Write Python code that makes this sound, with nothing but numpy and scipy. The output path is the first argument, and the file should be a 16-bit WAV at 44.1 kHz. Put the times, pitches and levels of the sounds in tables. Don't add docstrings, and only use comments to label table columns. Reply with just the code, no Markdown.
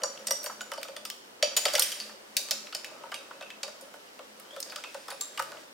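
import sys
import numpy as np
from scipy import signal
from scipy.fft import rfft, irfft, next_fast_len
from scipy.io import wavfile

SR = 44100
rng = np.random.default_rng(int(sys.argv[2]) if len(sys.argv) > 2 else 0)


def output_pcm(signal):
    pcm = np.clip(np.atleast_2d(signal).T, -1, 1) * 32767
    wavfile.write(sys.argv[1], SR, np.round(pcm).astype(np.int16))


N = 252693


def from_db(db):
    return 10 ** (np.asarray(db) / 20)


def rms_one(x):
    return x / np.sqrt(np.mean(x ** 2) + 1e-20)


def in_time(rows):
    s, *columns = np.transpose(rows)
    return [np.interp(np.arange(N) / SR, s, column) for column in columns]


def at_hz(points, hz):
    table_hz, values = np.array(points).T
    return np.interp(np.log(hz), np.log(table_hz), values)


def band(x, low, high):
    return signal.sosfilt(signal.butter(2, [low, high], "band", fs=SR, output="sos"), x + 1e-18)


def ring(clicks, hz, t60):
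    radius = from_db(-60 / (max(t60, .005) * SR))
    angle = 2 * np.pi * hz / SR
    return signal.lfilter([0, np.sin(angle)], [1, -2 * radius * np.cos(angle), radius ** 2], clicks + 1e-18)


def drift(rate):
    knots = rng.standard_normal(int(N / SR * rate) + 2)
    return np.interp(np.arange(N) / SR * rate, np.arange(len(knots)), knots)


def grit(per_s, spread_db):
    sizes = from_db(spread_db * np.minimum(rng.exponential(1, N), 5)) * rng.choice([-1, 1], N)
    return rms_one(sizes * (rng.random(N) < per_s / SR))


def coloured(white, spectrum, likeness=None):
    out = 0
    edges = 23 * 2 ** np.arange(0, 9.6, .5)
    for k, (low, high) in enumerate(zip(edges, edges[1:])):
        hz = np.sqrt(low * high)
        x = band(white[k % 2], low, high)
        if likeness:
            alike = np.clip(at_hz(likeness, hz), -1, 1)
            x = np.sqrt(1 + alike) * x[0] + np.sqrt(1 - alike) * x[1] * [[1], [-1]]
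        out = out + from_db(at_hz(spectrum, hz)) * x
    return rms_one(out)


# [t/s, parts level/dB, arm level/dB, treble level/dB,
#   favoured arm f/Hz, favoured part f/Hz, base crack t60/s,
#   fall around arm pitch/dB per octave, fall around part pitch/dB per octave, parts' ring level/dB]
TOUCHES = [(0.0185, -24.5, -34, -47, 564, 2940, 0.013, 14, 10, -10),
           (0.0339, -15, -25.5, -34, 564, 5700, 0.036, 2.5, 10.5, -0.5),
           (0.1746, -31, -52, -60, 560, 3030, 0.029, 8.0, 11, -7),
           (0.193, -45, -43.5, -54, 552, 5870, 0.03, 8.0, 5, -8),
           (0.2693, -19.5, -44, -31, 1460, 5300, 0.052, 8.0, 8.5, 4.5),
           (0.2831, -26, -38, -43, 590, 5320, 0.036, 14, 1, -12),
           (0.3075, -12.5, -24, -20.5, 510, 5700, 0.022, 3, 3, -0.5),
           (0.4314, -30.5, -61, -37, 600, 5800, 0.04, 10, 7.0, -4),
           (0.4414, -33, -29.5, -26.5, 690, 5910, 0.028, 13, -2.5, -1.0),
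           (0.46, -24, -31.5, -36, 1100, 6060, 0.028, -3.5, 1, 2.5),
           (0.4953, -56, -37, -58, 1360, 5960, 0.072, 7, 7.0, -4),
           (0.607, -28, -37, -52, 1400, 2930, 0.031, 3, 0, -2),
           (0.6154, -26.5, -41, -37, 546, 7200, 0.035, 13, 7.0, -6),
           (0.7163, -22.5, -29, -37.5, 633, 3060, 0.028, 3.5, 4, -1.0),
           (0.7352, -29.5, -39.5, -42, 1180, 4780, 0.031, 1, 3, -1.5),
           (0.7613, -38, -47, -57, 653, 4700, 0.027, 8.0, 7.0, -1.0),
           (0.7761, -31.5, -27.5, -48, 610, 4600, 0.013, 13, -2, 1.5),
           (0.814, -37, -42, -46, 596, 2530, 0.046, 7, 5, -6),
           (0.83, -18.5, -50, -31, 530, 3800, 0.017, 8.0, 2, -5.5),
           (0.848, -34, -34, -54, 590, 3540, 0.013, 8.0, 9, -5),
           (0.8839, -31.5, -32, -51, 548, 4670, 0.016, 4.5, -2, -1.0),
           (0.9643, -26, -43, -43, 585, 3480, 0.028, -4, 4.5, 3.5),
           (1.051, -22, -45, -35.5, 1270, 3830, 0.03, 1, 10.5, 6.5),
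           (1.1002, -27, -49, -32, 1226, 3100, 0.02, 3, -9.5, -5),
           (1.4258, -11.5, -20.5, -30, 596, 4690, 0.028, 12.5, -2.5, 0),
           (1.5653, -15, -28, -25, 530, 6910, 0.063, 3.5, 1.5, 4),
           (1.5725, -11.5, -50, -22, 536, 4580, 0.071, 5, 9.5, -4.5),
           (1.6532, -15, -19.5, -30, 605, 4460, 0.051, 10.5, -1.5, 4),
           (1.6825, -21, -33, -40, 606, 3080, 0.05, 7, 4, 2),
           (1.735, -17, -29, -31, 605, 6800, 0.059, 5.5, 13, 1),
           (1.7516, -12.5, -30, -25, 592, 2340, 0.06, 13, 2, 1),
           (1.7798, -22.5, -24, -32, 670, 2250, 0.053, 7.5, -1, 1),
           (1.7945, -9.5, -34.5, -14, 505, 5500, 0.054, 11, 12, -5),
           (1.8204, -19.5, -46, -17.5, 1190, 3200, 0.014, 14, -10, 1.5),
           (1.9178, -28, -50, -31, 550, 3170, 0.013, 8.0, -9, 2.5),
           (2, -24, -43.5, -42, 587, 4530, 0.022, 1, 4.5, 5.5),
           (2.0911, -41, -40.5, -73, 1050, 3950, 0.038, 8.0, 12, -4),
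           (2.367, -9, -39, -22, 631, 4620, 0.059, 5, 8.5, -1.5),
           (2.4861, -25, -38.5, -41, 632, 5900, 0.014, 5, 0.5, -2),
           (2.5087, -11, -38, -27.5, 604, 7040, 0.067, 3, 5, 2.5),
           (2.669, -29.5, -47.5, -60, 1310, 2370, 0.036, 8.0, 7.0, -1.0),
           (2.7254, -29.5, -36.5, -49, 1380, 4660, 0.015, 7, -8.5, -1.0),
           (2.7478, -19, -37.5, -33.5, 603, 4440, 0.035, 2, 5.5, 1.5),
           (2.8446, -23.5, -45.5, -41, 546, 2530, 0.027, 3, 2, 0.5),
           (3.0354, -33.5, -33.5, -64, 900, 2350, 0.02, 9, 9, -10),
           (3.1173, -24.5, -28.5, -45, 1115, 2960, 0.034, 15, 11, 1),
           (3.1413, -17.5, -39, -32.5, 607, 2860, 0.013, 11, 4.5, -1.0),
           (3.3073, -37, -42.5, -64, 570, 2640, 0.03, -6, 18, -1.0),
           (3.4094, -29.5, -40, -56, 607, 2640, 0.028, -4, 8, -1.0),
           (3.424, -27, -41.5, -56, 576, 2720, 0.027, 2, 9, 2),
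           (3.502, -28, -62, -53, 684, 2660, 0.044, 8.0, 10.5, -1.0),
           (3.6307, -22.5, -36, -44, 510, 4680, 0.061, 2.5, 3, 3),
           (3.678, -43, -41, -56, 557, 4670, 0.067, 2.5, 0, 7),
           (3.81, -38, -44, -43, 540, 6900, 0.025, 19, 7.0, 2.5),
           (3.9384, -40.5, -43.5, -50, 960, 3040, 0.027, -6, 2, 2),
           (4.1909, -32, -34, -54, 544, 2350, 0.033, 8.0, 9, -17),
           (4.3981, -42, -54, -42, 1200, 3520, 0.036, 8.0, 7.0, -2),
           (4.563, -28.5, -32.5, -45, 526, 3530, 0.025, 6.5, 11, 2),
           (4.6021, -22.5, -66, -29.5, 576, 6200, 0.032, 8.0, 9, -3),
           (4.6272, -17.5, -57, -55, 598, 6000, 0.03, 12, 14, -16),
           (4.6594, -44, -41, -55, 630, 3650, 0.029, 8.0, 7.0, -1.0),
           (4.6972, -34.5, -45, -50, 546, 4580, 0.019, 8.0, -4, 5),
           (4.7206, -22.5, -38.5, -47, 1230, 3220, 0.051, 9, 25, -1.0),
           (4.7595, -19, -40, -37, 1170, 4200, 0.018, 4, 1.5, -2.5),
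           (4.7788, -44, -39, -54, 1420, 5800, 0.027, 15, 5, -4),
           (4.8374, -24, -37, -52, 540, 2670, 0.048, 1.5, 8, 2),
           (4.9437, -34, -34, -46, 531, 2900, 0.038, 3, 0, 0.5),
           (5.0805, -38, -42.5, -50, 1354, 2120, 0.12, 0, 3, 8),
           (5.1027, -31.5, -39.5, -40, 620, 4460, 0.04, -2, -1.5, 2.5),
           (5.1134, -31.5, -36.5, -58, 530, 2830, 0.075, 3, 14, -1.0),
           (5.2091, -19, -47.5, -33.5, 1170, 7360, 0.067, 8.0, 10, -6),
           (5.3746, -26, -39, -42, 1130, 2880, 0.046, 10, 3, 6),
           (5.3928, -16.5, -26.5, -42, 935, 3800, 0.049, 8.5, 13, -7),
           (5.3961, -24, -29.5, -35, 874, 2840, 0.029, 1, 9, 5),
           (5.4234, -22.5, -39.5, -32, 937, 3780, 0.025, 6, 10, -1.0),
           (5.5184, -37, -36, -46, 991, 4700, 0.024, 5, -7, -6.5),
           (5.5707, -33.5, -47.5, -77, 578, 2660, 0.026, 5, 18, -1.0)]
TOUCH_EDGES_HZ = [400, 750, 1700, 3700, 8000, 16500]
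BAND_DB = [-4.5, 5.5, -4, -3.5, 3.5]


def touch_colours():
    part_db, arm_db, treble_db, arm_hz, part_hz = np.array(TOUCHES)[:, 1:6].T
    arm_fall, part_fall = np.array(TOUCHES)[:, 7:9].T
    edges = np.array(TOUCH_EDGES_HZ)
    centre = np.sqrt(edges[1:] * edges[:-1])[:, None]
    arm = arm_db - arm_fall * abs(np.log2(centre[:2] / arm_hz))
    part = part_db - part_fall * abs(np.log2(centre[2:4] / part_hz))
    return np.vstack([arm, part, treble_db]).T + BAND_DB


RISE_S = .0016
CRACK_DB = 4
TICK_DB, TICK_SHARE = -1, 0.043
CRACK_LENGTH = [2.2, 1.33, 0.73, 0.65, 0.43]
CRACK_RISE = [0.95, 2.6, 0.39, 0.54, 0.27]
CRACK_SIDE_DB = [-16, -17, -14.5, -5, -5.5]


def cracks():
    t = np.arange(round(.12 * SR)) / SR
    noise = rng.standard_normal((len(TOUCHES), 2, len(t)))
    layers = np.zeros((5, 2, N + len(t)))
    for row, colour_db, burst in zip(TOUCHES, touch_colours(), noise):
        at = round(row[0] * SR)
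        t60 = np.clip(row[6], .004, .3) * np.array(CRACK_LENGTH)[:, None]
        rise = np.minimum(t / (RISE_S * np.array(CRACK_RISE)[:, None]), 1)
        body = from_db(-60 * t / t60)
        tick = from_db(TICK_DB - 60 * t / (TICK_SHARE * t60))
        shape = rise * (body + tick) * from_db(CRACK_DB + colour_db[:, None])
        layers[:, :, at:at + len(t)] += shape[:, None] * burst
    out = 0
    for layer, low, high, side_db in zip(layers, TOUCH_EDGES_HZ, TOUCH_EDGES_HZ[1:], CRACK_SIDE_DB):
        filtered = band(band(layer[:, :N], low / 1.9, min(high * 1.3, 19000)), low, high)
        mid, side = filtered * np.sqrt(4000 / (high - low))
        out = out + mid + from_db(side_db) * side * [[1], [-1]]
    return out


def rings(modes, share_db, favoured_hz, favour, rub, rough, wander_per_s):
    top_db, octaves = favour
    at = np.round((np.array(TOUCHES)[:, 0] + RISE_S) * SR).astype(int)
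    chance_db = rng.normal(0, 2, (len(TOUCHES), len(modes)))
    band_levels_db = touch_colours()
    out = 0
    for k, (hz, level_db, t60) in enumerate(modes):
        colour_db = band_levels_db[:, np.searchsorted(TOUCH_EDGES_HZ, hz) - 1]
        favour_db = top_db * np.exp(-(np.log2(hz / favoured_hz) / octaves) ** 2)
        clicks = rub * from_db(level_db)
        clicks[at] += from_db(colour_db + favour_db + share_db + level_db + chance_db[:, k])
        clicks = band(clicks, hz / 1.12, hz * 1.12)
        out = out + ring(clicks, hz, t60) * (1 - rough + rough * drift(wander_per_s))
    return out


# [f/Hz, level/dB, t60/s]
ARM = [(545.8, 1, 0.098), (591.7, 5, 0.046), (628, -5.5, 0.068), (828, -25, 0.035), (832, -19, 0.14),
       (902, -15.5, 0.15), (943, -13.5, 0.12), (1190, -12.5, 0.13), (1292, -0.5, 0.034),
       (1462, -7.5, 0.063)]


def arm_ring(on_arm):
    favoured_hz = np.array(TOUCHES)[:, 4]
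    rub = from_db(-25.5) * on_arm * grit(600.0, spread_db=3.0)
    favour = (13.84, 0.13)
    return rings(ARM, -4, favoured_hz, favour, rub, rough=0.53, wander_per_s=60.0)


# [f/Hz, level/dB, t60/s]
PLATE = [(1975, -9.5, 0.14), (2846, 3, 0.059), (3003, -1, 0.079), (3220, -49.5, 0.24), (4650, 4, 0.057),
         (5710, 3, 0.091), (6090, -47, 0.067), (6980, 0.5, 0.15), (8320, 4, 0.083), (9330, -1, 0.09),
         (10000, -9, 0.073), (11660, -12, 0.06), (12400, -1, 0.072)]
# [f/Hz, level/dB, t60/s]
BRACKET = [(1590, -30, 0.13), (2220, -22, 0.57), (2616, -10.5, 0.35), (3790, -11, 0.28), (4396, -4, 0.045),
           (6230, -10.5, 0.21), (7560, -30, 0.067), (7440, -10, 0.08), (9900, -6.5, 0.19),
           (11200, -13, 0.17)]
# [f/Hz, level/dB, t60/s]
SCREW = [(2420, -10, 0.1), (3150, 1, 0.035), (3510, -8.5, 0.082), (4600, -7, 0.11), (5180, -0.5, 0.083),
         (6400, -19, 0.066), (7130, -17, 0.058), (8900, -0.5, 0.07), (14100, -8, .07), (13300, -13, .07),
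         (14250, -19, .07)]
# [t/s, plate level/dB, bracket level/dB, screw level/dB]
GRIP = [(0, -10.5, -35, -29), (.45, -11.5, -21, -13.5), (1.0, -23, -26, -11), (1.43, -13.5, -11.5, -7.5),
        (1.65, -17, -17, -10.5), (1.82, -16.5, -14, -11), (2.37, -33, -10, -15), (2.75, -19, -15, -13),
        (3.14, -18.5, -9.5, -10), (3.63, -23, -12, -12), (4.6, -27, -17, -13), (5.1, -24, -10, -9),
        (5.21, -33, 3.5, -28), (5.35, -23, -25, -12), (5.7, -20, -24, -25)]


def part_rings(between):
    slips = grit(400.0, spread_db=3.0) * between
    s, part_hz, ring_db = np.array(TOUCHES)[:, [0, 5, 9]].T
    grip_s, *grip_db = np.transpose(GRIP)
    plate_db, bracket_db, screw_db = [np.interp(s, grip_s, db) + ring_db for db in grip_db]
    favour = (10.26, 0.058)
    plate = rings(PLATE, plate_db, part_hz, favour, from_db(-51.5) * slips, rough=0.78, wander_per_s=130.0)
    bracket = rings(BRACKET, bracket_db, part_hz, favour, from_db(-59) * slips, rough=0.93, wander_per_s=300.0)
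    screw = rings(SCREW, screw_db, part_hz, favour, from_db(-41) * slips, rough=1.0, wander_per_s=570.0)
    return plate + bracket + screw


# [t/s, on-arm level/dB, between-parts level/dB]
RUB = [(0.0, -47.5, -52), (0.22, -49, -52), (0.89, -53.5, -54), (1.07, -54, -58), (1.24, -86, -55),
       (1.48, -43.5, -56), (1.6, -48, -45), (1.66, -41.5, -38), (1.83, -47.5, -34), (2.06, -57, -44.5),
       (2.17, -62.5, -55), (2.41, -55.5, -52), (2.54, -50, -50), (2.68, -57.5, -51.5), (2.97, -48.5, -53),
       (3.59, -57, -54.5), (3.89, -55, -54), (4.24, -78, -54.5), (4.48, -54, -53.5), (4.72, -55, -48.5),
       (5.12, -61.5, -50.5), (5.41, -52.5, -50.5), (5.57, -44.5, -50), (5.73, -65, -57.5)]


def rubbing():
    return from_db(in_time(RUB))


# [f/Hz, relative level/dB per Hz]
RUB_COLOUR = [(880, -46), (1500, -2), (3090, -7), (4120, -4), (6060, -6.5), (14600, -22), (16000, -20)]


def scrape(between):
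    slips = [grit(2500.0, spread_db=-4.0), grit(2500.0, spread_db=-0.5)]
    return from_db(-5.5) * between * coloured(slips, RUB_COLOUR)


def skin(on_arm):
    return from_db(-7.5) * on_arm * rms_one(band(grit(1500.0, spread_db=3.5), 190, 1340))


# [t/s, f/Hz, level/dB]
SQUEAK = [(4.44, 2970, -71), (4.49, 3200, -58), (4.53, 3450, -53), (4.59, 3570, -57), (4.62, 3440, -75)]


def squeak():
    hz, level_db = in_time(SQUEAK)
    jitter = 1 + 0.045 * drift(370.0) + 0.02 * drift(60.0)
    phase = 2 * np.pi * np.cumsum(hz * jitter) / SR
    return from_db(level_db + 6 * drift(120.0)) * np.sin(phase)


PUSH_DB, PUSH_HZ = -45.5, 324


def pushes():
    clicks = np.zeros(N)
    s, db = np.array(TOUCHES)[:, :2].T
    clicks[np.round(s * SR).astype(int)] = from_db(db + PUSH_DB) * SR / PUSH_HZ
    return signal.sosfilt(signal.butter(2, PUSH_HZ, fs=SR, output="sos"), clicks + 1e-18)


THUD_S, THUD_DB, THUD_HZ, THUD_T60_S = 5.40, -60, 128, 0.53


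def thud():
    click = np.zeros(N)
    click[round(THUD_S * SR)] = from_db(THUD_DB)
    return ring(band(click, THUD_HZ / 2, THUD_HZ * 2), THUD_HZ, THUD_T60_S)


# [f/Hz, t60/s]
ROOM_T60 = [(300, 0.24), (2000, 0.42), (6000, 0.59), (14600, 0.41)]


def room(x):
    size = next_fast_len(N + SR)
    hz = np.maximum(np.arange(size // 2 + 1) * SR / size, 1)
    t60 = np.maximum(at_hz(ROOM_T60, hz), .05)
    out = np.zeros((2, size // 2 + 1), complex)
    for k, lag in enumerate(rng.uniform(0.0052, .031, size=20)):
        loop = from_db(-60 * lag / t60) * np.exp(-2j * np.pi * hz * lag)
        out[k % 2] += loop / (1 - loop) * (-1) ** (k // 2)
    return irfft(out * rfft(x, size), size)[:, :N]


# [start t/s, end t/s, centre level/dB]
HUM = [(0.028, 0.087, -63.5), (0.193, 0.36, -59.5), (0.488, 0.694, -61), (0.98, 1.135, -64.5),
       (2.01, 2.152, -58), (2.277, 2.466, -64), (2.52, 2.68, -60), (2.878, 2.97, -72), (3.463, 3.74, -65.5),
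       (4.267, 4.452, -63.5)]
HUM_HZ = 213


def hum():
    t = np.arange(N) / SR
    on = sum(from_db(db) * np.clip(np.minimum(t - start, end - t) / 0.011, 0, 1) for start, end, db in HUM)
    return np.sqrt(2) * on * from_db(2 * drift(25.0)) * np.sin(2 * np.pi * HUM_HZ * t)


# [f/Hz, rms level/dB before the microphones]
MAINS = [(100, -80.5), (400, -79.5), (500, -68.5)]


def mains():
    t = np.arange(N) / SR
    return np.sqrt(2) * sum(from_db(db) * np.sin(2 * np.pi * hz * t) for hz, db in MAINS)


# [f/Hz, relative level/dB per Hz]
HUSH = [(15, -68), (25, -2), (103, -28), (128, -29), (208, -11), (445, -6.5), (496, -7), (600, -8),
        (902, -9.5), (1030, -3), (1510, -18), (1880, -12.5), (15200, -30.5), (16500, -41)]
# [f/Hz, likeness]
LIKENESS = [(60, -0.82), (180, 0.98), (550, 0.0043), (1650, -0.59), (4970, -1.44), (15000, 0.095)]


def hush():
    return from_db(-52) * coloured(rng.standard_normal((2, 2, N)), HUSH, LIKENESS)


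def scene():
    on_arm, between = rubbing()
    near = cracks() + arm_ring(on_arm) + part_rings(between) + scrape(between) + squeak()
    near = signal.sosfilt(signal.butter(6, 480, "high", fs=SR, output="sos"), near)
    near = near + skin(on_arm)
    echoes = from_db(-19.5) * room(near.mean(axis=0))
    return near + echoes + pushes() + thud() + hum() + mains() + hush()


MIC_LOW_HZ, CUTOFF_HZ = 137, 16900


def record(dry):
    thin = signal.sosfilt(signal.butter(1, MIC_LOW_HZ, "high", fs=SR, output="sos"), dry)
    return signal.sosfilt(signal.cheby2(12, 60, CUTOFF_HZ, fs=SR, output="sos"), thin)


dry = scene()
out = record(dry)
output_pcm(out)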